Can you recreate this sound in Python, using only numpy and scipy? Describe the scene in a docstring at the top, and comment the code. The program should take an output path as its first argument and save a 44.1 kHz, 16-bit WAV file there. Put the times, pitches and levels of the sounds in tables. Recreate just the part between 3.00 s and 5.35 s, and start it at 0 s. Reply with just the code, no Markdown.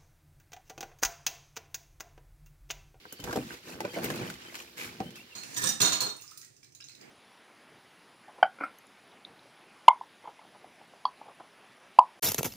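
"""Cattle at a salt trough

Cattle crowd round a hollow plastic trough under trees. Knocks and rubbing excite its modes.
Tongues and muzzles rasp through coarse salt as random grains and pings; single crystals crack.
Mouths and hard knocks clack in paired resonances, tongues scrape, and heavy bodies thud as filtered noise.
Small birds twitter faintly as warbling glides over the coloured-noise hiss of the open pasture."""
import sys
import numpy as np
from scipy import signal
from scipy.fft import rfft, irfft
from scipy.io import wavfile
from scipy.ndimage import uniform_filter1d

SR = 44100
rng = np.random.default_rng(int(sys.argv[2]) if len(sys.argv) > 2 else 0)


def to_wav(s):
    """Save 16-bit WAV."""
    ch = np.atleast_2d(s).T  # columns
    pcm = np.round(np.clip(ch, -1, 1) * 32767)  # PCM
    wavfile.write(sys.argv[1], SR, pcm.astype(np.int16))


N = 103635
T = np.arange(N) / SR
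HZ = np.maximum(np.fft.rfftfreq(N, 1 / SR), 1)
LEFT_LEAD_S, LEAD_ABOVE_HZ = 0.000391, 760  # the treble reaches the left ear first
EAR_GAP_RAD_PER_KHZ, EAR_GAP_MAX_RAD = 1.47, 1.74  # phase lead of the left ear


def from_db(db):
    """Logarithmic level: decibels become an amplitude gain."""
    return 10 ** (np.asarray(db) / 20)


def rms_one(x):
    """Normalisation: a signal is scaled to unit mean power."""
    return x / np.sqrt(np.mean(x ** 2) + 1e-20)


def in_time(rows):
    """Linear interpolation: straight lines join the rows of a control curve."""
    s, *columns = np.transpose(rows)
    return [np.interp(T, s, c) for c in columns]


def at_hz(points, hz=HZ):
    """Logarithmic pitch: a spectrum is interpolated on a log-frequency axis."""
    f, value = np.transpose(points)
    return np.interp(np.log(hz), np.log(f), value)


def colour(x, db):
    """Spectral shaping: a steady texture is weighted by frequency and held to unit power."""
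    return rms_one(irfft(rfft(x) * from_db(db), N))


def even(x, size=700):
    """Envelope flattening: a texture is held at unit power over a moving window of samples."""
    return x / np.sqrt(uniform_filter1d(np.mean(x ** 2, axis=0), size) + 1e-12)


def strike(s, attack_s, decay_s):
    """Impact envelope: a straight rise precedes an exponential fall."""
    age = np.maximum(T - s, 0)
    fall_age = np.maximum(age - attack_s, 0)
    return np.minimum(age / attack_s, 1) * np.exp(-np.minimum(fall_age / decay_s, 50))


def drift(step_s):
    """Random modulation: joined random points wander with unit spread."""
    return rms_one(np.interp(T / step_s, np.arange(2000), rng.standard_normal(2000)))


def ear_phase(hz):
    """Interaural phase: a resonance reaches the left ear a little ahead of the right."""
    gap = np.minimum(EAR_GAP_RAD_PER_KHZ * hz / 1000, EAR_GAP_MAX_RAD)
    return gap * np.array([[.5], [-.5]])


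# correlation of the two ears: frequency_hz [Hz], likeness [0 to 1]
EAR_LIKENESS = [(100, 0.9), (350, 1), (700, 0.45), (1300, 0.16), (3000, 0.04), (12000, 0.18)]
# balance of the two ears: frequency_hz [Hz], left_minus_right_db [dB]
EAR_BALANCE = [(100, 0), (700, 0), (1400, -3.5), (2800, -6.5), (5600, -1), (12000, 1.5)]


def spread(pair):
    """Interaural coherence: two unrelated textures become stereo, alike in the bass, apart in the treble."""
    mid, side = rfft(pair)
    alike, sign = np.clip(at_hz(EAR_LIKENESS), -.99, .99), np.array([[1], [-1]])
    lead = np.exp(1j * np.pi * sign * HZ * LEFT_LEAD_S / (1 + (LEAD_ABOVE_HZ / HZ) ** 2))
    ears = np.sqrt(1 + alike) * mid + sign * np.sqrt(1 - alike) * side
    return irfft(ears * lead * from_db(sign * at_hz(EAR_BALANCE) / 2), N)


def noise():
    """Broadband excitation: white noise is spread over the two ears."""
    return spread(rng.standard_normal((2, N)))


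def grains(per_s, size_db, length_s):
    """Granular excitation: tiny random bursts of uneven size decay exponentially."""
    sizes = from_db(size_db * np.minimum(rng.exponential(1, N), 4)) * (rng.random(N) < per_s / SR)
    power = signal.lfilter([1], [1, -np.exp(-2 / (length_s * SR))], sizes ** 2 + 1e-12)
    return rms_one(np.sqrt(power) * noise())


# modes of the trough, before any muzzle damping: mode_hz [Hz], level_db [dB], t60_s [s]
TROUGH_MODES = [(110.1, -2.5, 0.32), (132.8, 2.5, 0.25), (175.5, -0.5, 0.32), (197.9, -1.5, 0.32),
                (253, -6.5, 0.1), (302, 0.5, 0.25), (345.6, 0, 0.21), (417.7, 2, 0.14), (491, 1, 0.17),
                (568, -8.5, 0.31), (641, -5.5, 0.32), (761, 3, 0.28), (838, -1.5, 0.084), (959, 2.5, 0.093),
                (1547, 1.5, 0.17), (1977, -5.5, 0.1)]


def trough(x, direct):
    """Modal resonance: contact passes partly straight to the air and partly through the trough's modes."""
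    out = 0
    for k, (hz, db, t60) in enumerate(TROUGH_MODES):
        r, w = from_db(-60 / (t60 * SR)), 2 * np.pi * hz / SR
        feed = [(1 - r * r) / 2, 0, -(1 - r * r) / 2]
        mode = signal.lfilter(feed, [1, -2 * r * np.cos(w), r * r], x)
        out = out + (-1) ** k * from_db(db) * mode
    return out + direct * x


RING_WIDTH_OCT, MUZZLE_DAMPING, MODE_SPREAD_RAD = 0.61, 0.3, 0.39
MODES_DB, SCUFF_DB = -1.5, -6.5  # parts of the wall ring, relative to its table level
BOOM_DECAY_S = 0.019
# spectrum of the hollow boom: frequency_hz [Hz], density_db [dB per Hz]
BOOM_SPECTRUM = [(20, -46), (70, -1), (130, 1), (200, 7.5), (290, 2.5), (500, -49), (1200, -33.5)]
# spectrum of the hard clack: frequency_hz [Hz], density_db [dB per Hz]
CLACK_SPECTRUM = [(500, -54), (950, 0), (1500, 8), (1900, -3.5), (2300, -4), (3200, -32), (7000, -19)]
# knocks on the trough: start_s [s], boom_db [dB], wall_ring_db [dB, relative], ring_pitch_hz [Hz],
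# clack_db [dB], contact_s [s]
KNOCK_EVENTS = [(0.053, -55.5, -45.5, 467, -42, 0.0053), (0.124, -60, -48, 410, -51, 0.012),
                (0.194, -45, -46.5, 327, -49.5, 0.0074), (0.24, -43.5, -40.5, 510, -59, 0.015),
                (0.275, -42, -38, 462, -39, 0.01), (0.293, -46, -41, 506, -42, 0.0081),
                (0.329, -63, -31, 524, -34, 0.0068), (0.357, -63, -25, 488, -43, 0.0055),
                (0.371, -31, -25.5, 384, -44, 0.011), (0.506, -53, -62, 400, -36.5, 0.004),
                (0.803, -47, -35, 440, -47, 0.017), (0.845, -43.5, -31.5, 417, -47, 0.007),
                (0.962, -48, -34.5, 493, -58, 0.017), (1.043, -43, -32, 410, -43, 0.0038),
                (1.101, -38.5, -33, 550, -38, 0.0067), (1.211, -38, -34, 335, -54, 0.0031),
                (2.002, -36, -31, 580, -46, 0.011)]


def knocks():
    """Impact excitation: each knock booms, scuffs and rings the wall around one pitch, and clacks."""
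    white = noise()
    body = trough(white, direct=0.21)
    boom = even(colour(body, at_hz(BOOM_SPECTRUM)))
    clack = even(colour(body, at_hz(CLACK_SPECTRUM)), size=200)
    hz, db, t60 = np.transpose(TROUGH_MODES)[:, :, None]
    age, out = np.arange(SR // 4) / SR, np.zeros((2, N))
    for s, boom_db, ring_db, centre_hz, clack_db, contact_s in KNOCK_EVENTS:
        out += from_db(boom_db) * boom * strike(s, 0.0073, BOOM_DECAY_S)
        out += from_db(clack_db) * clack * strike(s, 0.00037, 1.02 * contact_s)

        scuff_db = -20 * np.log10(1 + (np.log2(HZ / centre_hz) / RING_WIDTH_OCT) ** 4)
        scuff = even(colour(white, scuff_db), size=250)
        out += from_db(ring_db + SCUFF_DB) * scuff * strike(s, 0.00069, 1.88 * contact_s)

        weight = from_db(db) / (1 + (np.log2(hz / centre_hz) / RING_WIDTH_OCT) ** 2)
        ear_scatter = MODE_SPREAD_RAD * (hz / 1000) ** 2 * rng.standard_normal((2, len(hz), 1))
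        phase = rng.uniform(0, 2 * np.pi, hz.shape) + ear_scatter
        # the touching muzzle damps high modes and brief contacts most
        fall = from_db(-60 * age / t60) * np.exp(-age * MUZZLE_DAMPING / contact_s * hz / 600)
        modes = np.sum(weight * fall * np.sin(2 * np.pi * hz * age + phase), axis=1)
        ring = modes * np.minimum(age / 0.002, 1)
        start = int(s * SR)
        out[:, start:start + len(age)] += from_db(ring_db + MODES_DB) * ring / np.sqrt(np.sum(weight ** 2) / 2)
    return out


THUD_ATTACK_S, THUD_DECAY_S = 0.013, 0.027
# spectrum of a thud: frequency_hz [Hz], density_db [dB per Hz]
THUD_SPECTRUM = [(15, -42), (35, -29), (55, 4), (90, -3), (160, -11), (400, -46)]
# dull thuds of shifting weight: start_s [s], level_db [dB]
THUD_EVENTS = [(0.223, -43.5), (0.285, -46), (0.52, -57), (0.73, -50.5), (1.055, -47), (1.34, -56)]


def thuds():
    """Low-frequency impact: heavy bodies shift against the trough and the ground."""
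    low = even(colour(noise(), at_hz(THUD_SPECTRUM)), size=1500)
    return low * sum(from_db(db) * strike(s, THUD_ATTACK_S, THUD_DECAY_S) for s, db in THUD_EVENTS)


# spectrum of the rubbing's rumble: frequency_hz [Hz], density_db [dB per Hz]
RUMBLE_SPECTRUM = [(15, -57), (55, -7.5), (130, 1.5), (230, 6.5), (320, -5), (600, -12), (1500, -27.5)]
# spectrum of the wall's rasp: frequency_hz [Hz], density_db [dB per Hz]
RASP_SPECTRUM = [(150, -20), (330, 2), (500, -3), (780, -10), (1150, -11), (1550, -11.5), (2200, -15.5),
                 (5000, -44)]
# hide and muzzles rubbing the trough: start_s [s], rumble_db [dB, relative], rasp_db [dB, relative]
RUB_CURVE = [(0, -73, -72), (.19, -70, -75), (.25, -57, -41), (.32, -56, -42.5), (.40, -39, -45.5),
             (.46, -40.5, -61), (.53, -56, -44), (.62, -68, -71), (.68, -48, -45.5), (.79, -48, -47),
             (.87, -52, -41), (.92, -51.5, -50), (.98, -39.5, -36), (1.06, -35, -40.5), (1.24, -39, -38.5),
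             (1.30, -41, -47), (1.38, -56.5, -57.5), (1.47, -56.5, -52.5), (1.60, -58.5, -52.5),
             (1.74, -63, -64), (1.80, -53.5, -46.5), (1.87, -45.5, -52), (1.98, -51.5, -57.5),
             (2.06, -38.5, -50.5), (2.14, -53, -57.5), (2.25, -56.5, -66), (2.35, -102, -73)]


def rubbing():
    """Stick-slip friction: sticking and slipping hide shakes the trough."""
    rumble_db, rasp_db = in_time(RUB_CURVE)
    rumble = even(colour(trough(noise(), direct=0.5), at_hz(RUMBLE_SPECTRUM)), size=1500)
    slips = grains(per_s=260, size_db=2, length_s=0.0016)
    rasp = even(colour(trough(slips, direct=0.72), at_hz(RASP_SPECTRUM)), size=1800)
    return from_db(rumble_db - 3.5) * rumble + from_db(rasp_db - 2.0) * rasp


PINGS_PER_S, PING_SIZE_DB = 4200, 2.5
PING_DECAY_S, PING_SHORTENS_ABOVE_HZ = 0.0039, 6300  # low-pitch decay; small crystals ring more briefly


def pings(per_s=PINGS_PER_S, low_hz=700, high_hz=16000):
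    """Damped resonance: crystals and wet films snap, each at a pitch of its own; flat on average."""
    rows = rng.random((int(per_s * N / SR), 5))
    age, out = np.arange(400) / SR, np.zeros((2, N + 400))
    for when, pitch, size, phase, turn in rows:
        hz, start = low_hz * (high_hz / low_hz) ** pitch, int(when * N)
        ears = 2 * np.pi * np.array([[phase], [phase + 0.66 * (turn - .5) - hz * LEFT_LEAD_S]])
        short = 1 + (hz / PING_SHORTENS_ABOVE_HZ) ** 2
        gain = from_db(PING_SIZE_DB * min(-np.log(size + 1e-9), 3.5)) * np.sqrt(hz * short)
        ring = np.sin(2 * np.pi * hz * age + ears) * np.exp(-age * short / PING_DECAY_S)
        out[:, start:start + len(age)] += gain * ring
    return rms_one(out[:, :N])


SALT_GRAINS_PER_S, PING_DB = 1500, -2
POPS_PER_S, POPS_DB = 170, -6.5  # sticky wet pops among the crystals
# spectrum of coarse salt: frequency_hz [Hz], density_db [dB per Hz]
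SALT_SPECTRUM = [(60, -70), (500, -12.5), (1200, -3.5), (1850, -2), (2300, 0), (3300, -2), (5000, -2.5),
                 (7000, -4.5), (9200, -12), (12000, -8), (16000, -16)]
# tongues rasping over salt: start_s [s], level_db [dB, relative],
# brightness [nominal dB per octave, limited by the mix of two tilts]
LICK_CURVE = [(0, -64.5, -8), (.22, -55.5, 1), (.29, -46, -0.5), (.37, -45.5, -0.5), (.42, -51, -2),
              (.49, -48, -2.5), (.54, -43.5, -2), (.62, -60, -2), (.65, -52.5, -0.5), (.69, -45, -1.5),
              (.74, -47.5, 1), (.78, -60, 6), (.87, -49, -5), (.91, -51.5, 2.5), (.95, -42.5, -1.5),
              (1.01, -50, -0.5), (1.05, -35, -4), (1.08, -42.5, -3), (1.12, -42.5, -2), (1.29, -44, -3),
              (1.38, -53.5, -2.5), (1.42, -48.5, -4.5), (1.52, -51.5, -1), (1.605, -43, 0),
              (1.66, -54.5, -1), (1.75, -60, 3), (1.88, -47.5, -2.5), (1.95, -51.5, -3.5),
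              (2.06, -58.5, -5), (2.14, -63, -7), (2.165, -49, 2), (2.25, -60.5, -3.5), (2.35, -56.5, -1.5)]


def licking():
    """Granular friction: rough tongues drag over many small crystals, and films of saliva pop."""
    db, bright = in_time(LICK_CURVE)
    grit = grains(per_s=SALT_GRAINS_PER_S, size_db=1.0, length_s=0.00076) + from_db(PING_DB) * pings()
    low, high = (colour(grit, at_hz(SALT_SPECTRUM) + tilt * np.log2(HZ)) for tilt in (-2, 2))
    share = np.clip(0.83 + bright / 4, 0, 1)  # of the brighter texture
    rasp = even((1 - share) * low + share * high, size=1500)
    pops = from_db(POPS_DB) * pings(POPS_PER_S, low_hz=748, high_hz=3103)
    return from_db(db) * (from_db(-2.5) * rasp + pops)


# hollow clacks of mouths, and hard knocks on the trough, each with two resonances:
# start_s [s], low_hz [Hz], low_db [dB], high_hz [Hz], high_db [dB], decay_s [s]
CLACK_EVENTS = [(0.295, 950, -38, 1600, -33.5, 0.0066), (0.310, 1155, -35, 1400, -33, 0.0079),
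                (0.330, 980, -36, 1576, -31.5, 0.0071), (0.805, 862, -27.5, 2000, -36, 0.0071),
                (0.849, 581, -26.5, 2410, -38, 0.0095), (0.852, 1000, -34.5, 1465, -36, 0.0072),
                (1.101, 1060, -34, 1695, -30.5, .007), (1.160, 1460, -42, 2630, -41, .005),
                (1.212, 350, -28.5, 2410, -35, 0.006), (1.300, 1490, -31.5, 2780, -50, 0.0037),
                (2.003, 298, -29.5, 773, -29, 0.011)]


def clacks():
    """Paired resonances: each hollow clack rings briefly at two pitches of its own."""
    out = 0
    for s, low_hz, low_db, high_hz, high_db, decay_s in CLACK_EVENTS:
        ring = 0
        for hz, db in ((low_hz, low_db), (high_hz, high_db)):
            ring = ring + from_db(db) * np.sin(2 * np.pi * hz * (T - s) + ear_phase(hz))
        out = out + ring * strike(s, 0.00094, decay_s)
    return out


SLIPS_PER_S, MOUTH_Q = 500, 12.2  # Q at the starting pitch
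# sticky scrapes in a moving mouth resonance: start_s [s], length_s [s], start_hz [Hz], end_hz [Hz],
# level_db [dB]
SCRAPE_EVENTS = [(0.268, 0.027, 1090, 910, -46), (0.362, 0.0214, 780, 626, -34.5),
                 (0.934, .026, 2240, 2200, -46.5), (0.956, 0.05, 570, 710, -36.5),
                 (1.031, .04, 2250, 2080, -43), (1.771, 0.087, 2280, 2380, -43.5)]


def scrapes():
    """Stick-slip resonance: a tongue's uneven jerks ring a pitch gliding with the mouth's opening."""
    out = np.zeros((2, N))
    for s, length, start_hz, end_hz, db in SCRAPE_EVENTS:
        span = (T >= s) & (T < s + length)
        slips = (rng.standard_normal(N) * ((rng.random(N) < SLIPS_PER_S / SR) + 0.023))[span]
        u = (T[span] - s) / length
        # a complex carrier moves the resonator along the glide
        turn = np.exp(2j * np.pi * np.cumsum(start_hz + (end_hz - start_hz) * u) / SR)
        ring = turn * signal.lfilter([1], [1, -np.exp(-np.pi * start_hz / MOUTH_Q / SR)], slips / turn)
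        swell = np.sqrt(np.abs(np.sin(np.pi * u)))
        out[:, span] += from_db(db) * rms_one(np.real(ring * np.exp(1j * ear_phase(start_hz))) * swell)
    return out


SWEEP_S, SWEEP_DB = 1.766, -42.5
SWEEP_ATTACK_S, SWEEP_HOLD_S, SWEEP_RELEASE_S = 0.011, 0.08, 0.031
# spectrum of the muzzle's sweep: frequency_hz [Hz], density_db [dB per Hz]
SWEEP_SPECTRUM = [(60, -58), (400, -26), (1100, -8), (1500, -4.5), (1900, -4), (2300, -5.5), (2750, -8.5),
                  (3300, -8.5), (4400, -9), (7000, -11), (9500, -16.5), (13000, -14), (16000, -21)]


def sweep():
    """Dense granular flow: a muzzle's quick hissing pass through the salt swells, holds and dies."""
    age = T - SWEEP_S
    fall_age = np.maximum(age - SWEEP_ATTACK_S - SWEEP_HOLD_S, 0)
    shape = np.clip(age / SWEEP_ATTACK_S, 0, 1) * np.exp(-fall_age / SWEEP_RELEASE_S)
    grit = grains(per_s=3000, size_db=0.0, length_s=0.0008) + from_db(-5.5) * pings()
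    return from_db(SWEEP_DB) * shape * even(colour(grit, at_hz(SWEEP_SPECTRUM)), size=1200)


CRACK_DECAY_S, CRACK_TAIL_S, CRACK_TAIL_DB = 0.0016, 0.011, -10
SNAP_DB = 4  # the first sharp edge of a crack, over its scatter
# salt crystals cracking: start_s [s], level_db [dB, relative],
# brightness [dB per octave, before a common tilt], pan_db [dB, left minus right]
CRACK_EVENTS = [(0.125, -32.5, 8.5, -0.5), (0.201, -40.5, 0.5, 3), (0.240, -31.5, -0.5, 2.5),
                (0.310, -40, -2, 2), (0.328, -33.5, -1.5, 2.5), (0.360, -33.5, -1, 5),
                (0.427, -40, -11, -3), (0.805, -33, -2, 4.5), (0.850, -35.5, -6, 0.5), (1.034, -35, 7, 6),
                (1.043, -26, 8.5, 3), (1.102, -31.5, -1.5, 0), (1.159, -37.5, 1, -2),
                (1.3007, -34.5, -1.5, 2.5), (1.340, -42, -0.5, 1), (1.544, -37, -5, 2),
                (1.5535, -33.5, -3, 3), (1.814, -37.5, -5.5, 5), (2.003, -36.5, -6, -3),
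                (2.106, -44.5, -2, 0), (2.157, -41.5, -1.5, 1)]


def cracks():
    """Brittle fracture: each sharp snap is followed by a short scatter from the trough walls."""
    out, white = 0, noise()
    for s, db, bright, pan_db in CRACK_EVENTS:
        tone_db = at_hz(SALT_SPECTRUM) + (bright + 1.9) * np.log2(HZ)
        shape = strike(s, 0.00042, CRACK_DECAY_S)
        shape = shape + from_db(CRACK_TAIL_DB) * strike(s, 0.0052, CRACK_TAIL_S)
        arrival_s = s + LEFT_LEAD_S * np.array([[0], [1]])
        snap = irfft(from_db(tone_db) * 1j * np.exp(-2j * np.pi * HZ * arrival_s), N)
        crack = shape * colour(white, tone_db) + from_db(SNAP_DB) * snap / np.abs(snap).max()
        out = out + from_db(db + pan_db * np.array([[.5], [-.5]])) * crack
    return out


BIRDS_DB, FOLIAGE_DB = -4, 1  # direct and scattered song
WARBLE_HZ, BIRD_FLICKER_DB = 40, 2.5  # typical random deviations of pitch and level
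# far bird notes: start_s [s], length_s [s], start_hz [Hz], end_hz [Hz], level_db [dB, relative]
BIRD_NOTES = [(0.072, 0.024, 4400, 4700, -57), (0.10, 0.05, 3080, 2950, -54),
              (0.162, 0.04, 4680, 4360, -56), (.184, 0.046, 3100, 2980, -55),
              (0.885, 0.035, 3000, 3200, -53), (0.90, 0.042, 4500, 4700, -52),
              (0.938, 0.06, 3060, 2900, -50), (0.955, 0.07, 4550, 4300, -53),
              (1.162, .035, 4200, 4100, -52), (1.40, 0.03, 3020, 2850, -54), (1.455, 0.05, 3120, 2950, -54),
              (2.025, 0.07, 2950, 3170, -53), (2.128, 0.028, 2880, 3300, -57),
              (2.158, 0.035, 2620, 2540, -56), (2.193, 0.03, 2600, 2950, -55),
              (2.303, 0.035, 2900, 2660, -54)]


def birds():
    """Frequency modulation and scattering: short warbling glides are blurred by the foliage."""
    song, warble = np.zeros(N), WARBLE_HZ * drift(0.0064)
    for s, length, start_hz, end_hz, db in BIRD_NOTES:
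        u = np.clip((T - s) / length, 0, 1)
        swell = np.abs(np.sin(np.pi * u)) ** 0.31
        pitch_hz = start_hz + (end_hz - start_hz) * u + warble
        song += from_db(db) * swell * np.sin(2 * np.pi * np.cumsum(pitch_hz) / SR)
    song *= from_db(BIRD_FLICKER_DB * drift(0.0055))
    leaves = rng.standard_normal((2, N)) * strike(.002, 0.0024, 0.0053)
    leaves = leaves / np.sqrt(np.sum(leaves ** 2) / 2)
    scattered = signal.fftconvolve(song[None], leaves)[:, :N]
    return from_db(BIRDS_DB) * song + from_db(FOLIAGE_DB) * scattered


AIR_DB = -57
# spectrum of the open pasture: frequency_hz [Hz], density_db [dB per Hz]
AIR_SPECTRUM = [(20, -26), (70, 1.5), (200, -4.5), (400, 0), (900, -11.5), (2400, -3.5), (4500, -3.5),
                (8000, -19.5), (16000, -16)]


def pasture():
    """Stationary noise: a steady coloured hiss stands for the open pasture."""
    return from_db(AIR_DB) * colour(noise(), at_hz(AIR_SPECTRUM))


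def scene():
    """Superposition: the trough, the salt and the pasture behind add together."""
    trough_contacts = knocks() + thuds() + rubbing() + clacks()
    salt_and_mouths = licking() + scrapes() + sweep() + cracks()
    return trough_contacts + salt_and_mouths + birds() + pasture()


MIC_HIGH_PASS_HZ, CUTOFF_HZ = 42, 15900


def record(dry):
    """Band limiting: the small microphone loses the deepest bass; the top is cut steeply."""
    thin = signal.sosfilt(signal.butter(2, MIC_HIGH_PASS_HZ, "high", fs=SR, output="sos"), dry)
    return signal.sosfilt(signal.ellip(12, .2, 80, CUTOFF_HZ, fs=SR, output="sos"), thin)


dry = scene()
out = record(dry)
to_wav(out)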